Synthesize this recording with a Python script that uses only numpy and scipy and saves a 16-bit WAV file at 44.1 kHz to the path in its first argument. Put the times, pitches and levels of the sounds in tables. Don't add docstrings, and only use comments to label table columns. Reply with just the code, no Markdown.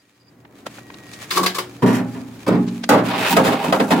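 import sys
import numpy as np
from scipy import signal
from scipy.fft import rfft, irfft
from scipy.io import wavfile
from scipy.ndimage import uniform_filter1d

SR = 44100
rng = np.random.default_rng(int(sys.argv[2]) if len(sys.argv) > 2 else 0)


def to_wav(s):
    ch = np.atleast_2d(s).T
    pcm = np.round(np.clip(ch, -1, 1) * 32767)
    wavfile.write(sys.argv[1], SR, pcm.astype(np.int16))


N = 176400

# f/Hz, level/dB
STEREO_WIDTH = [(200, -16.5), (500, -10.5), (1000, -2.5), (2000, -4), (4000, -0.5)]
# t/s, level/dB
YARD_LEVELS = [(.15, -63), (.3, -53.5), (.6, -47), (1.0, -44), (4, -42)]
# f/Hz, level/dB
YARD_COLOUR = [(20, -19), (55, -10), (120, -1), (300, 0.5), (450, -7), (2000, -22.5), (5000, -52),
               (16000, -34.5)]
# f/Hz, level/dB
HUM_TONES = [(118, -7.5), (288, -8)]
# t/s, level/dB
WHINE_LEVELS = [(.55, -76), (.8, -55.5), (1.22, -48), (1.33, -75)]
# t/s, level/dB
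DENIM_LEVELS = [(0, -61), (.48, -66), (.59, -50.5), (.64, -57), (.76, -43.5), (.83, -52.5), (1.1, -46.5),
                (1.16, -41.5), (1.22, -40.5), (1.7, -48)]
# f/Hz, level/dB
DENIM_COLOUR = [(100, -27), (500, -3.5), (2000, 1.5), (4500, -5), (8000, -8.5), (16000, -17.5)]
# t/s, level/dB, treble limit f/Hz, fade time/s
SHOE_TAPS = [(.452, -37.5, 2100, 0.0038), (.786, -33, 1700, 0.0037), (.903, -31.5, 2430, 0.0026),
             (0.943, -35, 4500, .004), (1.137, -34.5, 8000, 0.011), (2.683, -35.5, 5500, .014),
             (2.84, -20.5, 5100, 0.0056)]
# t/s, boom/dB, clang/dB, crack/dB, sizzle/dB
SCRAPE_LEVELS = [(3.0, -32, -47, -62, -66), (3.07, -25.5, -33.5, -30.5, -37.5),
                 (3.14, -40, -18.5, -25, -42), (3.2, -25.5, -21.5, -23.5, -31.5),
                 (3.26, -37, -21, -20, -31.5), (3.32, -25.5, -25, -23, -25.5),
                 (3.355, -18, -27, -26.5, -34), (3.5, -27.5, -23, -29.5, -37.5),
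                 (3.57, -43, -28.5, -32, -45), (3.69, -21.5, -27, -33, -40.5), (3.87, -30.5, -34, -46, -42),
                 (3.93, -25, -22, -28.5, -36), (4.0, -20, -27.5, -36, -47)]
# f/Hz, level/dB
RASP_COLOUR = [(100, -18.5), (350, 5), (520, -5.5), (800, 1.5), (1100, -3.5), (2800, -6.5), (5500, -22),
               (16000, -31)]
# f/Hz, level/dB
PANEL_NOTES = [(640, -11), (794, -8), (868, -11.5), (935, -10.5), (1385, -16.5), (2530, -16), (3600, -20.5)]
# f/Hz, level/dB, ring time/s
RIM_NOTES = [(183.6, -2.5, 0.34), (362.4, -0.5, 0.48), (405, -5, 0.23), (473, -7, 0.23), (1080, 11, .09),
             (1125, 14, 0.12), (1153, 8, 0.092), (1335, -3, 0.14), (2240, -1, 0.13)]
# f/Hz, level/dB
RIM_COLOUR = [(60, -36), (200, -4), (450, 0.5), (800, 4), (4500, -2.5), (6500, -9.5), (16000, -17.5)]
# f/Hz, ring time/s
RIM_RING_TIMES = [(150, 0.43), (1200, 0.23), (14000, 0.17)]
# t/s, rattle length/s, boom/dB, clang/dB, crack/dB, sizzle/dB
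RIM_CLASHES = [(1.306, 0.0057, -45, -41, -22, -28), (1.318, 0.03, -38.5, -32, -31, -31.5),
               (1.357, 0.011, -27, -32, -26.5, -27.5), (1.370, 0.0059, -30.5, -15, -23, -23),
               (1.396, 0.023, -22.5, -28.5, -43, -40), (1.431, 0.008, -37, -20.5, -28, -26),
               (1.461, 0.0041, -30.5, -24.5, -17.5, -23), (1.546, 0.014, -44.5, -31, -31, -30),
               (1.583, 0.0076, -34.5, -23, -25.5, -28)]
# f/Hz, level/dB, ring time/s
DRUM_NOTES = [(119.7, -5, 1.21), (160.3, 1.5, 0.49), (182, -3, 0.95), (205, -1, .4), (233.2, -6, 1.7),
              (254, 0.5, 0.69), (278, -2, .8), (293, 0, 0.76), (403, -5, 0.71), (533, -3, 0.39),
              (612.4, -3.5, 0.46), (821.5, -5, 0.57)]
# f/Hz, level/dB
DRUM_COLOUR = [(30, -37), (85, -18), (130, -3.5), (250, 8.5), (900, 2), (1500, -6), (3800, -21),
               (5500, -28), (16000, -38.5)]
# f/Hz, ring time/s
DRUM_RING_TIMES = [(100, 1), (250, 0.58), (500, 0.31), (1200, 0.4), (3000, 0.18), (15000, 0.13)]
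# from t/s, boosted note f/Hz
TOUCH_SPOTS = [(1.8, 254), (2.4, 182), (2.85, 293), (3.33, 205)]
# t/s, rattle length/s, boom/dB, clang/dB, crack/dB, sizzle/dB
CABINET_BUMPS = [(1.822, 0.011, -10.5, -19.5, -30, -40), (1.861, 0.045, -20.5, -22.5, -27.5, -36.5),
                 (1.929, 0.04, -36, -42, -30, -35.5), (1.984, 0.0156, -31, -32.5, -37, -52),
                 (2.146, 0.018, -33.5, -41, -44.5, -56), (2.465, .012, -21, -24.5, -32, -45),
                 (2.478, 0.0096, -18.5, -19.5, -29.5, -36.5), (2.507, 0.049, -16.5, -26.5, -36, -51.5),
                 (2.890, .004, -17, -15.5, -17.5, -21.5), (2.904, 0.038, -15.5, -11.5, -22, -33.5),
                 (2.974, 0.019, -23, -28, -27.5, -44), (3.365, 0.0054, -24, -12.5, -17, -25),
                 (3.374, 0.018, -16.5, -14.5, -48, -54), (3.449, 0.026, -16.5, -19.5, -22.5, -29.5),
                 (3.521, 0.012, -23, -21, -27, -36), (3.638, 0.011, -24, -24.5, -37, -36.5),
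                 (3.724, 0.0032, -28, -13, -19.5, -31.5), (3.797, 0.0073, -17.5, -16.5, -22, -35.5),
                 (3.906, 0.013, -14.5, -17, -20.5, -30)]

BAND_EDGES_HZ = (380, 1350, 5500)
LOW_CUT_HZ, TOP_HZ = 55, 16000
WEDGED_S, WEDGED_FADE_S = 3.3, 0.11


def gain(db):
    return 10 ** (np.asarray(db) / 20)


def unit(x):
    return x / np.sqrt(np.mean(x ** 2) + 1e-20)


def at_hz(table, hz):
    freqs, values = np.array(table).T
    return np.interp(np.log(np.maximum(hz, 1)), np.log(freqs), values)


def fader(table, column=1):
    rows = np.array(table)
    return gain(np.interp(np.arange(N) / SR, rows[:, 0], rows[:, column]))


def colour(x, table):
    size = x.shape[-1]
    return irfft(rfft(x) * gain(at_hz(table, np.fft.rfftfreq(size, 1 / SR))), size)


def band(x, hz, kind, order=3):
    return signal.sosfilt(signal.butter(order, hz, kind, fs=SR, output="sos"), x + 1e-18)


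def four_bands(x):
    low, mid, high = BAND_EDGES_HZ
    cuts = [(low, "low"), ((low, mid), "bandpass"), ((mid, high), "bandpass"), (high, "high")]
    return [band(x, hz, kind, order=5) for hz, kind in cuts]


def wide_noise(size):
    mid, side = rng.standard_normal((2, size))
    return mid + colour(side, STEREO_WIDTH) * np.array([[1], [-1]])


def wander(per_s):
    hold = int(SR / per_s)
    stairs = np.repeat(rng.standard_normal(N // hold + 1), hold)
    return unit(uniform_filter1d(stairs, hold)[:N])


def tiny_hits(size, per_s, scatter_db):
    chance, sign, draw = rng.random((3, size))
    strength = gain(-scatter_db * np.log(np.maximum(draw, np.exp(-4))))
    return (chance < per_s / SR) * np.sign(sign - .5) * strength


def pan(x, left_db):
    return x * gain(np.array([[left_db], [-left_db]]) / 2)


def wavering_tone(hz, waver):
    pitch = hz * (1 + waver * wander(7.6))
    return unit(np.sin(2 * np.pi * np.cumsum(pitch) / SR) * gain(2 * wander(11.1)))


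def yard():
    murmur = unit(colour(wide_noise(N), YARD_COLOUR))
    hum = sum(gain(db) * wavering_tone(hz, waver=0.0115) for hz, db in HUM_TONES)
    shrill = band(wide_noise(N), (4710, 4930), "bandpass", order=2)
    insects = unit(shrill * np.maximum(wander(40), 0))
    whine = wavering_tone(hz=1900, waver=0.0025)
    return (murmur + hum) * fader(YARD_LEVELS) + whine * fader(WHINE_LEVELS) + insects * gain(-68)


def jeans():
    tick = wide_noise(SR // 300)
    weave = signal.fftconvolve(tick, tiny_hits(N, per_s=260, scatter_db=4)[None], axes=1)[:, :N]
    rub = unit(wide_noise(N)) + gain(-3) * unit(weave)
    return unit(colour(rub, DENIM_COLOUR) * gain(2 * wander(40))) * fader(DENIM_LEVELS)


def burst(age, fade_s):
    return np.exp(np.minimum(age, 0) / (fade_s / 2) - np.maximum(age, 0) / fade_s)


def shoes():
    t = np.arange(N) / SR
    noise = colour(wide_noise(N), [(100, -16), (550, 0.5), (16000, -3.0)])
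    taps = sum(unit(band(noise, hz, "low")) * gain(db) * burst(t - start, fade_s)
               for start, db, hz, fade_s in SHOE_TAPS)
    knock_age = t - 0.667
    pitch_hz = 171.6 + 1200 * np.exp(-np.maximum(knock_age, 0) / 0.00263)
    thud = gain(-2) * unit(band(noise, 1300, "low", order=1))
    knock = np.sin(2 * np.pi * np.cumsum(pitch_hz) / SR) + thud
    return taps + knock * gain(-23) * burst(knock_age, fade_s=0.0062)


def rasp(force, slip_s=0.003):
    energy = signal.lfilter([1], [1, -np.exp(-1 / (slip_s * SR))], force ** 2 + 1e-18)
    return unit(colour(wide_noise(N) * np.sqrt(energy), RASP_COLOUR))


def panel_note(force, hz, ring_cycles=120):
    pitch = hz * (1 + 0.0054 * wander(17))
    spin = np.exp(2j * np.pi * np.cumsum(pitch) / SR)
    kept_per_sample = np.exp(-np.log(1000) * hz / (ring_cycles * SR))
    swing = signal.lfilter([1], [1, -kept_per_sample], force / spin)
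    return unit((swing * spin).real * gain(4 * wander(20)))


def scrape(drum_ring):
    t = np.arange(N) / SR
    force = tiny_hits(N, per_s=1500, scatter_db=3) * gain(2.17 * wander(55))
    panels = rasp(force) + sum(gain(db) * panel_note(force, hz) for hz, db in PANEL_NOTES)
    damped_boom = band(drum_ring, BAND_EDGES_HZ[0], "low") * np.exp(-t[:SR] / WEDGED_FADE_S)
    wall = signal.fftconvolve(damped_boom, force[None], axes=1)[:, :N]
    parts = four_bands(panels + unit(wall))
    slide = sum(unit(part) * fader(SCRAPE_LEVELS, column) for column, part in enumerate(parts, 1))
    squeak = unit(band(wide_noise(N), (14500, 15500), "bandpass", order=2))
    squeak_swell = gain(-23) / (1 + ((t - 3.31) / 0.009) ** 2)
    return slide * (t > SCRAPE_LEVELS[0][0]) + squeak * squeak_swell


def steel_ring(crowd_colour, ring_times, notes, notes_db):
    t = np.arange(SR) / SR
    fade = lambda ring_s: np.exp(-np.log(1000) * t / ring_s)
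    spectrum = rfft(colour(wide_noise(SR), crowd_colour))
    octave = np.log2(np.arange(SR // 2 + 1) + 1)
    crowd = 0
    for k in range(4, 16):
        layer = irfft(spectrum * np.maximum(1 - abs(octave - k), 0))
        crowd += layer * fade(at_hz(ring_times, 2 ** k))
    phases = rng.random((len(notes), 1)) * 2 * np.pi
    ear_offsets = rng.standard_normal((len(notes), 2, 1))
    flex = 1 + 0.0068 * rng.uniform(-1.13, 1)
    strong = 0
    for (hz, db, ring_s), phase, offset in zip(notes, phases, ear_offsets):
        angle = 2 * np.pi * hz * flex * t + phase + offset * gain(at_hz(STEREO_WIDTH, hz))
        strong += gain(db) * np.sin(angle) * fade(ring_s)
    crack = 1.17 * band(crowd * np.exp(-t / 0.0082), BAND_EDGES_HZ[1], "high", order=1)
    return band(unit(crowd + crack) + gain(notes_db) * unit(strong), LOW_CUT_HZ, "high", order=1)


def rattle(length_s):
    age = np.arange(SR // 5) / SR / length_s
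    force = tiny_hits(len(age), per_s=1300, scatter_db=3) * np.sqrt(age) * np.exp(-age ** 2)
    force[0] += 0.42 * np.sqrt(np.sum(force ** 2)) + 1e-6
    spectrum = rfft(force, 2 * len(force))
    evened = spectrum / np.sqrt(abs(spectrum) + 1e-9)
    return irfft(evened)[:len(force)]


def blows(rows, rings):
    out, t = np.zeros((2, N + 2 * SR)), np.arange(SR) / SR
    for (start, length_s, *levels), ring in zip(rows, rings):
        if start > WEDGED_S:
            ring = ring * np.exp(-t / WEDGED_FADE_S)
        sound = signal.fftconvolve(ring, rattle(length_s)[None], axes=1)[:, :SR]
        i = int(start * SR)
        for part, db in zip(four_bands(sound), levels):
            power = np.mean(part ** 2, axis=0)
            loudest = uniform_filter1d(power, int(0.039 * SR)).max()
            out[:, i:i + SR] += part * gain(db) / np.sqrt(loudest)
    return out[:, :N]


def rim_clashes():
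    edges = [steel_ring(RIM_COLOUR, RIM_RING_TIMES, RIM_NOTES, notes_db=1) for _ in range(2)]
    return blows(RIM_CLASHES, [edges[k % 2] for k in range(len(RIM_CLASHES))])


def drum_spot(spot_hz, boost_db=6.5):
    nearest = min((hz for hz, _, _ in DRUM_NOTES), key=lambda hz: abs(hz - spot_hz))
    notes = [(hz, db + boost_db * (hz == nearest), ring_s) for hz, db, ring_s in DRUM_NOTES]
    return steel_ring(DRUM_COLOUR, DRUM_RING_TIMES, notes, notes_db=0)


def drum_booms(spot_rings):
    spots = [sum(bump[0] >= start for start, _ in TOUCH_SPOTS[1:]) for bump in CABINET_BUMPS]
    return blows(CABINET_BUMPS, [spot_rings[k] for k in spots])


def scene():
    spot_rings = [drum_spot(hz) for _, hz in TOUCH_SPOTS]
    pickup = rim_clashes() + shoes() + jeans()
    cabinet = drum_booms(spot_rings) + scrape(spot_rings[-1])
    return pan(pickup, left_db=1) + pan(cabinet, left_db=-1) + yard()


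def record(dry):
    thinned = band(dry, LOW_CUT_HZ, "high", order=2)
    rounded = thinned / (1 + thinned ** 4) ** .25
    return signal.sosfilt(signal.ellip(10, .2, 80, TOP_HZ, fs=SR, output="sos"), rounded)


dry = scene()
out = record(dry)
to_wav(out)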